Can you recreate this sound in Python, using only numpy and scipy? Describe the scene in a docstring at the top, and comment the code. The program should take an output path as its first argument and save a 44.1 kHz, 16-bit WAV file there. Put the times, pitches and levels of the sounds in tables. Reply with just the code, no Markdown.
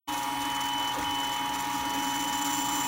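"""Desktop 3D printer at work

Heard from close by in a small room: fan tones, as drifting sines, sing over a rush of shaped noise.
Stepper motors whine as near-steady sines and set the frame humming in close, beating lines and noise;
the whine pauses and soft noise bumps sound where the print head turns round. A faint high hiss passes early.
A loose part on the head buzzes in bursts of ticks, scratching and ringing ever more insistently.
"""
import sys
import numpy as np
from scipy import signal
from scipy.fft import rfft, irfft, next_fast_len
from scipy.io import wavfile
from scipy.ndimage import uniform_filter1d, map_coordinates

SR = 44100
rng = np.random.default_rng(int(sys.argv[2]) if len(sys.argv) > 2 else 0)


def generate_wav(sig):
    """Save sig (samples, or channels by samples) to the path in sys.argv[1] as 16-bit PCM at SR."""
    pcm = np.round(np.clip(np.atleast_2d(sig).T, -1, 1) * 32767).astype(np.int16)
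    wavfile.write(sys.argv[1], SR, pcm)


N = 126567


def amp(db):
    """Logarithmic level: decibels to amplitude gain."""
    return 10 ** (np.asarray(db) / 20)


def unit(x):
    """Power normalisation: scale to rms 1."""
    return x / np.sqrt(np.mean(x ** 2) + 1e-20)


def clock():
    """Uniform sampling: the time of each sample in seconds."""
    return np.arange(N) / SR


def curve(rows):
    """Linear interpolation in time through (s, value) points."""
    return np.interp(clock(), *np.transpose(rows))


def wobble(rate):
    """Slow random modulation: a spline through normal deviates, rate knots per second."""
    knots = rng.standard_normal(int(N * rate / SR) + 4)
    return map_coordinates(knots, [clock() * rate], mode="nearest")


def filtered(x, response):
    """Linear filtering: the spectrum multiplied by a response of frequency."""
    size = next_fast_len(N + SR // 2)  # zero padding leaves room for the tail
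    spectrum = rfft(x, size) * response(np.fft.rfftfreq(size, 1 / SR))
    return irfft(spectrum, size)[:N]


def colour(points):
    """Spectral envelope: a response through (Hz, dB) points on a log frequency axis."""
    f, db = np.transpose(points)
    return lambda hz: amp(np.interp(np.log(hz + 1), np.log(f + 1), db))


def noise(response):
    """Filtered Gaussian noise of rms 1."""
    return unit(filtered(rng.standard_normal(N), response))


def tone(hz, drift, rate=4.1):
    """Frequency modulation: a sine of rms 1; drift is a share of pitch, rate its knots per second."""
    pitch = hz * (1 + drift * wobble(rate))
    cycles = rng.random() + np.cumsum(pitch) / SR
    return np.sqrt(2) * np.sin(2 * np.pi * cycles)


def puff(s, width, hz, octaves, db):
    """Band-limited noise under a Gaussian envelope; both widths are standard deviations."""
    band = noise(lambda f: np.exp(-.5 * (np.log2((f + 1) / hz) / octaves) ** 2))
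    envelope = np.exp(-.5 * ((clock() - s) / width) ** 2)
    return amp(db) * envelope * band


def walls(x):
    """Early reflections from close walls: convolution with decaying noise, low frequencies reduced."""
    level_db, t60_s, delay_s, low_hz = -6, 0.058, 0.00183, 2180
    t = clock()[:SR // 8]
    echoes = rng.standard_normal(len(t)) * amp(-60 * t / t60_s) * (t > delay_s)
    wet = signal.fftconvolve(x, echoes / np.linalg.norm(echoes))[:N]
    return x + amp(level_db) * filtered(wet, lambda hz: hz ** 2 / (hz ** 2 + low_hz ** 2))


def step_whine():
    """Periodic stepping force: a fundamental and its octave, each with its own level and drift."""
    whine_hz = 3006.6
    # fundamental: t/s, level/dB
    fundamental_level = [(.08, -40), (.25, -47), (.5, -38.5), (.83, -34.5), (.925, -36), (.952, -79),
                         (1.035, -62), (1.046, -35.5), (1.25, -35.5), (1.5, -41), (1.66, -47.5), (1.9, -41),
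                         (2.1, -38.5), (2.87, -40)]
    # octave: t/s, level/dB
    octave_level = [(.1, -56.5), (1.5, -54), (2.2, -49), (2.87, -46.5)]
    fundamental = amp(curve(fundamental_level)) * tone(whine_hz, 0.000209)
    octave_gain = amp(curve(octave_level) + 1.3 * wobble(40))
    return fundamental + octave_gain * tone(2 * whine_hz, 0.001675, rate=150)


def frame_hum():
    """Resonance and beats: close low lines and resonant noise share one level."""
    # hum of the frame: t/s, level/dB
    hum_level = [(.1, -42), (.5, -39), (.9, -43.5), (1.05, -38), (1.35, -42.5), (1.78, -38.5), (1.87, -36),
                 (2.0, -34), (2.2, -37), (2.87, -36)]
    # lines of the hum: f/Hz, level relative to the hum/dB
    lines = [(276.5, -5), (293.5, -10.5), (376, -26)]
    # frame resonance: f/Hz, relative density/dB per Hz
    resonance = [(200, -23), (255, -11), (278, -2), (298, 5), (320, -9), (350, -40.5), (450, -35)]
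    hum = sum(amp(db) * tone(hz, .004, rate=8.08) for hz, db in lines)
    hum = hum + amp(-4.5) * noise(colour(resonance))
    return amp(curve(hum_level)) * hum


def axis_drone():
    """Periodic motor force: the second axis sounds one slowly drifting low sine."""
    # second axis motor: t/s, level/dB
    drone_level = [(.1, -62), (1.0, -61), (1.07, -57.5), (1.8, -53.5), (2.1, -54.5), (2.87, -52)]
    return amp(curve(drone_level)) * tone(188.2, 0.0022)


def driver_whistles():
    """Superposition of thin, high motor-driver tones, each fluctuating in pitch and level."""
    # driver whistles: f/Hz, level/dB
    whistles = [(14660, -63), (14756, -66), (14943, -62), (15131, -63), (15321, -66)]
    return sum(amp(db + 2 * wobble(15)) * tone(hz, 0.00057, rate=30) for hz, db in whistles)


def steppers():
    """Superposition of step whine, frame hum, second-axis drone and driver whistles."""
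    return step_whine() + frame_hum() + axis_drone() + driver_whistles()


def burst_force():
    """Amplitude envelope: the loose part chatters faintly, and strongly during bursts."""
    attack_s, release_s = 0.00087, 0.0025
    # bursts of the loose part: start t/s, length/s, driving level/dB
    bursts = [(0.081, 0.018, -39), (0.123, 0.0087, -39), (0.134, 0.013, -37), (0.167, 0.028, -38.5),
              (0.225, 0.012, -37), (0.404, 0.0066, -36), (0.417, 0.014, -38), (0.451, 0.0084, -35.5),
              (0.498, 0.0081, -36.5), (0.515, 0.006, -39), (0.547, 0.007, -36), (0.558, 0.012, -36),
              (0.605, 0.014, -36), (0.638, 0.0072, -37), (0.653, 0.016, -36.5), (0.684, 0.0095, -36),
              (0.735, 0.0045, -38), (0.779, 0.0065, -39), (0.796, 0.0086, -38.5), (0.826, 0.005, -37),
              (0.842, 0.01, -38.5), (0.873, 0.023, -38), (0.919, 0.006, -40), (0.936, 0.005, -34),
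              (0.943, 0.01, -39), (0.983, 0.013, -38), (1.01, 0.022, -39), (1.04, 0.007, -38),
              (1.107, 0.0064, -36.5), (1.142, 0.017, -39.5), (1.185, 0.006, -39), (1.2, 0.005, -37),
              (1.232, 0.021, -39.5), (1.269, 0.0064, -37), (1.292, 0.0059, -37), (1.313, 0.037, -38.5),
              (1.362, 0.007, -36.5), (1.392, 0.0047, -40), (1.41, 0.005, -38), (1.457, 0.0073, -36),
              (1.491, 0.0071, -37), (1.536, 0.027, -36), (1.585, 0.027, -37), (1.621, 0.0088, -37.5),
              (1.643, 0.014, -38), (1.666, 0.01, -38), (1.696, 0.011, -38), (1.713, 0.006, -39),
              (1.729, 0.037, -37.5), (1.775, 0.027, -40.5), (1.81, 0.0059, -34.5), (1.852, 0.01, -37),
              (1.894, 0.016, -37), (1.936, 0.028, -37.5), (1.975, 0.005, -39), (1.985, 0.022, -39.5),
              (2.023, 0.036, -36.5), (2.066, 0.059, -36.5), (2.139, 0.029, -36.5), (2.177, 0.0058, -38),
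              (2.19, 0.024, -34.5), (2.223, 0.0061, -35), (2.237, 0.018, -35.5), (2.273, 0.03, -35.5),
              (2.326, 0.034, -35.5), (2.369, 0.031, -36.5), (2.414, 0.014, -34.5), (2.445, 0.071, -35),
              (2.523, 0.109, -35.5), (2.643, 0.032, -36), (2.685, 0.02, -35), (2.711, 0.18, -36)]
    t = clock()
    force = amp(-53.5 + 4 * wobble(61.54))  # idle chatter, dB
    for start, length, db in bursts:
        rise = (t - start) / attack_s
        fall = (start + length - t) / release_s
        gate = np.clip(np.minimum(rise, fall) + .5, 0, 1)
        force = np.maximum(force, amp(db) * gate)
    return force


def tick_train():
    """Quasi-periodic impacts: impulses with irregular intervals and sizes."""
    tick_hz, scatter_s, spread_db = 214.2, .0005, 1.5
    chance = rng.standard_normal(size=(1000, 2))
    intervals = np.abs(1 / tick_hz + scatter_s * chance[:, 0])
    at = (np.cumsum(intervals) * SR).astype(int)
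    return np.bincount(at, amp(spread_db * chance[:, 1]), N)[:N]


def loose_modes(f):
    """Modal superposition: damped resonances of alternating sign."""
    # ringing of the loose part: f/Hz, bandwidth/Hz, gain/dB
    modes = [(6000, 140, -10), (7070, 220, 1), (7246, 257, 6), (7090, 140, -10), (9630, 220, -20),
             (11400, 220, -18), (14950, 340, -5), (15700, 180, -14)]
    response = 0
    for k, (centre, width, db) in enumerate(modes):
        damping = 1j * f * width
        response = response + (-1) ** k * amp(db) * damping / (centre * centre - f * f + damping)
    return response


def rattle():
    """Impact excitation: ticks gate scratchy contact noise and excite the modes of the loose part."""
    tick_t60_s = 0.029
    # scratchy part of each tick: f/Hz, relative density/dB per Hz
    scratch_spectrum = [(1000, -12), (2500, -4), (4000, -3), (5050, -6), (5500, 1.5), (6100, 2.5),
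                        (6600, 1.5), (7400, -1.5), (7900, -12), (8550, -6.5), (8900, -17), (9600, 0),
                        (10450, -12.5), (11100, -3.5), (11500, -6), (12000, -1.5), (12600, -11.5),
                        (14000, -10), (15050, -14), (15700, 0)]
    # ringing, freer late in the stroke: t/s, level relative to the driving force/dB
    ring_level = [(.1, -13.5), (1.4, -10.5), (2, -10.5), (2.35, -5.5), (2.55, -3), (2.87, -1.5)]
    force = burst_force()
    ticks = tick_train()
    decay = amp(-60 * clock()[:SR // 20] / tick_t60_s)
    contact = unit(signal.fftconvolve(ticks, decay)[:N])
    scratch = force * contact * noise(colour(scratch_spectrum))
    ring = force * unit(filtered(ticks, loose_modes))
    return walls(amp(-1) * scratch + amp(curve(ring_level)) * ring)


def jolts():
    """Transient excitation: jolts of the head shake the frame and table as short noise bands."""
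    # jolts, mostly where the head turns round: t/s, width/s, f/Hz, bandwidth/octaves, level/dB
    bumps = [(.99, 0.015, 292, 0.23, -36), (.99, 0.018, 534, 0.17, -39.5),
             (1.03, 0.0037, 2030, 0.14, -37.5), (1.08, 0.069, 86, .65, -46.5),
             (2.25, 0.018, 530, 0.071, -46)]
    return sum(puff(*row) for row in bumps)


def swish():
    """Band noise under a bell envelope: a faint high hiss swells and fades early in the first stroke."""
    # hisses: t/s, width/s, f/Hz, bandwidth/octaves, level/dB
    swishes = [(.22, 0.2, 8400, 0.94, -48), (.38, 0.13, 9050, 0.074, -54.5)]
    return sum(puff(*row) for row in swishes)


def fan_tones():
    """Rotational tones: shaft and blade frequencies of several fans, shaken by turbulence."""
    flutter_db, rough_db = 0.75, 0.96
    # steady fan tones: f/Hz, level/dB
    partials = [(120.3, -68.5), (130.6, -55.5), (842, -37.5), (914.2, -43.5), (958.2, -36.5), (1095, -51),
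                (1685, -60), (1828.4, -49.5), (2190, -53.5), (2526, -55), (2740, -59.5), (3368, -56.5)]
    total = 0
    for hz, db in partials:
        level = db + flutter_db * wobble(24.7) + rough_db * wobble(160)
        total = total + amp(level) * tone(hz, 0.000794, rate=14.6)
    return total


def air_rush():
    """Broadband flow noise: level fluctuates in patches of time and frequency."""
    patchy_db = 1.62
    # rush of air: f/Hz, relative density/dB per Hz
    air_spectrum = [(15, -60), (30, -41), (55, -9.5), (95, -19), (112, -13), (160, -20), (210, -21.5),
                    (340, -13), (460, -16), (540, -10), (600, -16), (680, -13), (745, -7.5), (800, -16),
                    (870, -8), (1030, -12), (1100, -4), (1200, -2.5), (1255, -8), (1300, -8), (1350, -8),
                    (1400, -6.5), (1620, -12.5), (1800, -11), (2100, -11), (2700, -16), (3300, -15.5),
                    (4000, -19), (4500, -20.5), (4950, -25.5), (5400, -21), (6600, -27), (8000, -27),
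                    (9600, -26), (10500, -33.5), (11800, -28), (12700, -36), (14000, -33), (14750, -26.5),
                    (15600, -30.5)]
    z = signal.stft(noise(colour(air_spectrum)), nperseg=512)[2]
    field = uniform_filter1d(rng.standard_normal(z.shape), size=6, axis=0)  # across frequency
    field = uniform_filter1d(field, size=12, axis=1)  # across time
    air = signal.istft(z * amp(patchy_db * unit(field)), nperseg=512)[1][:N]
    return amp(-37.5) * unit(walls(air))


def fans():
    """Superposition of tonal and broadband fan noise."""
    return fan_tones() + air_rush()


def scene():
    """Linear superposition of all parts of the printer."""
    return (steppers() + rattle() + jolts() + swish() + fans())[None]


def record(dry):
    """Gating and band limitation: a linear fade-in, then a sharp low-pass."""
    start_s, fade_s, top_hz = .073, 0.016, 15760
    opened = dry[0] * np.clip((clock() - start_s) / fade_s, 0, 1)
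    return filtered(opened, lambda hz: hz < top_hz)[None]


dry = scene()
out = record(dry)
generate_wav(out)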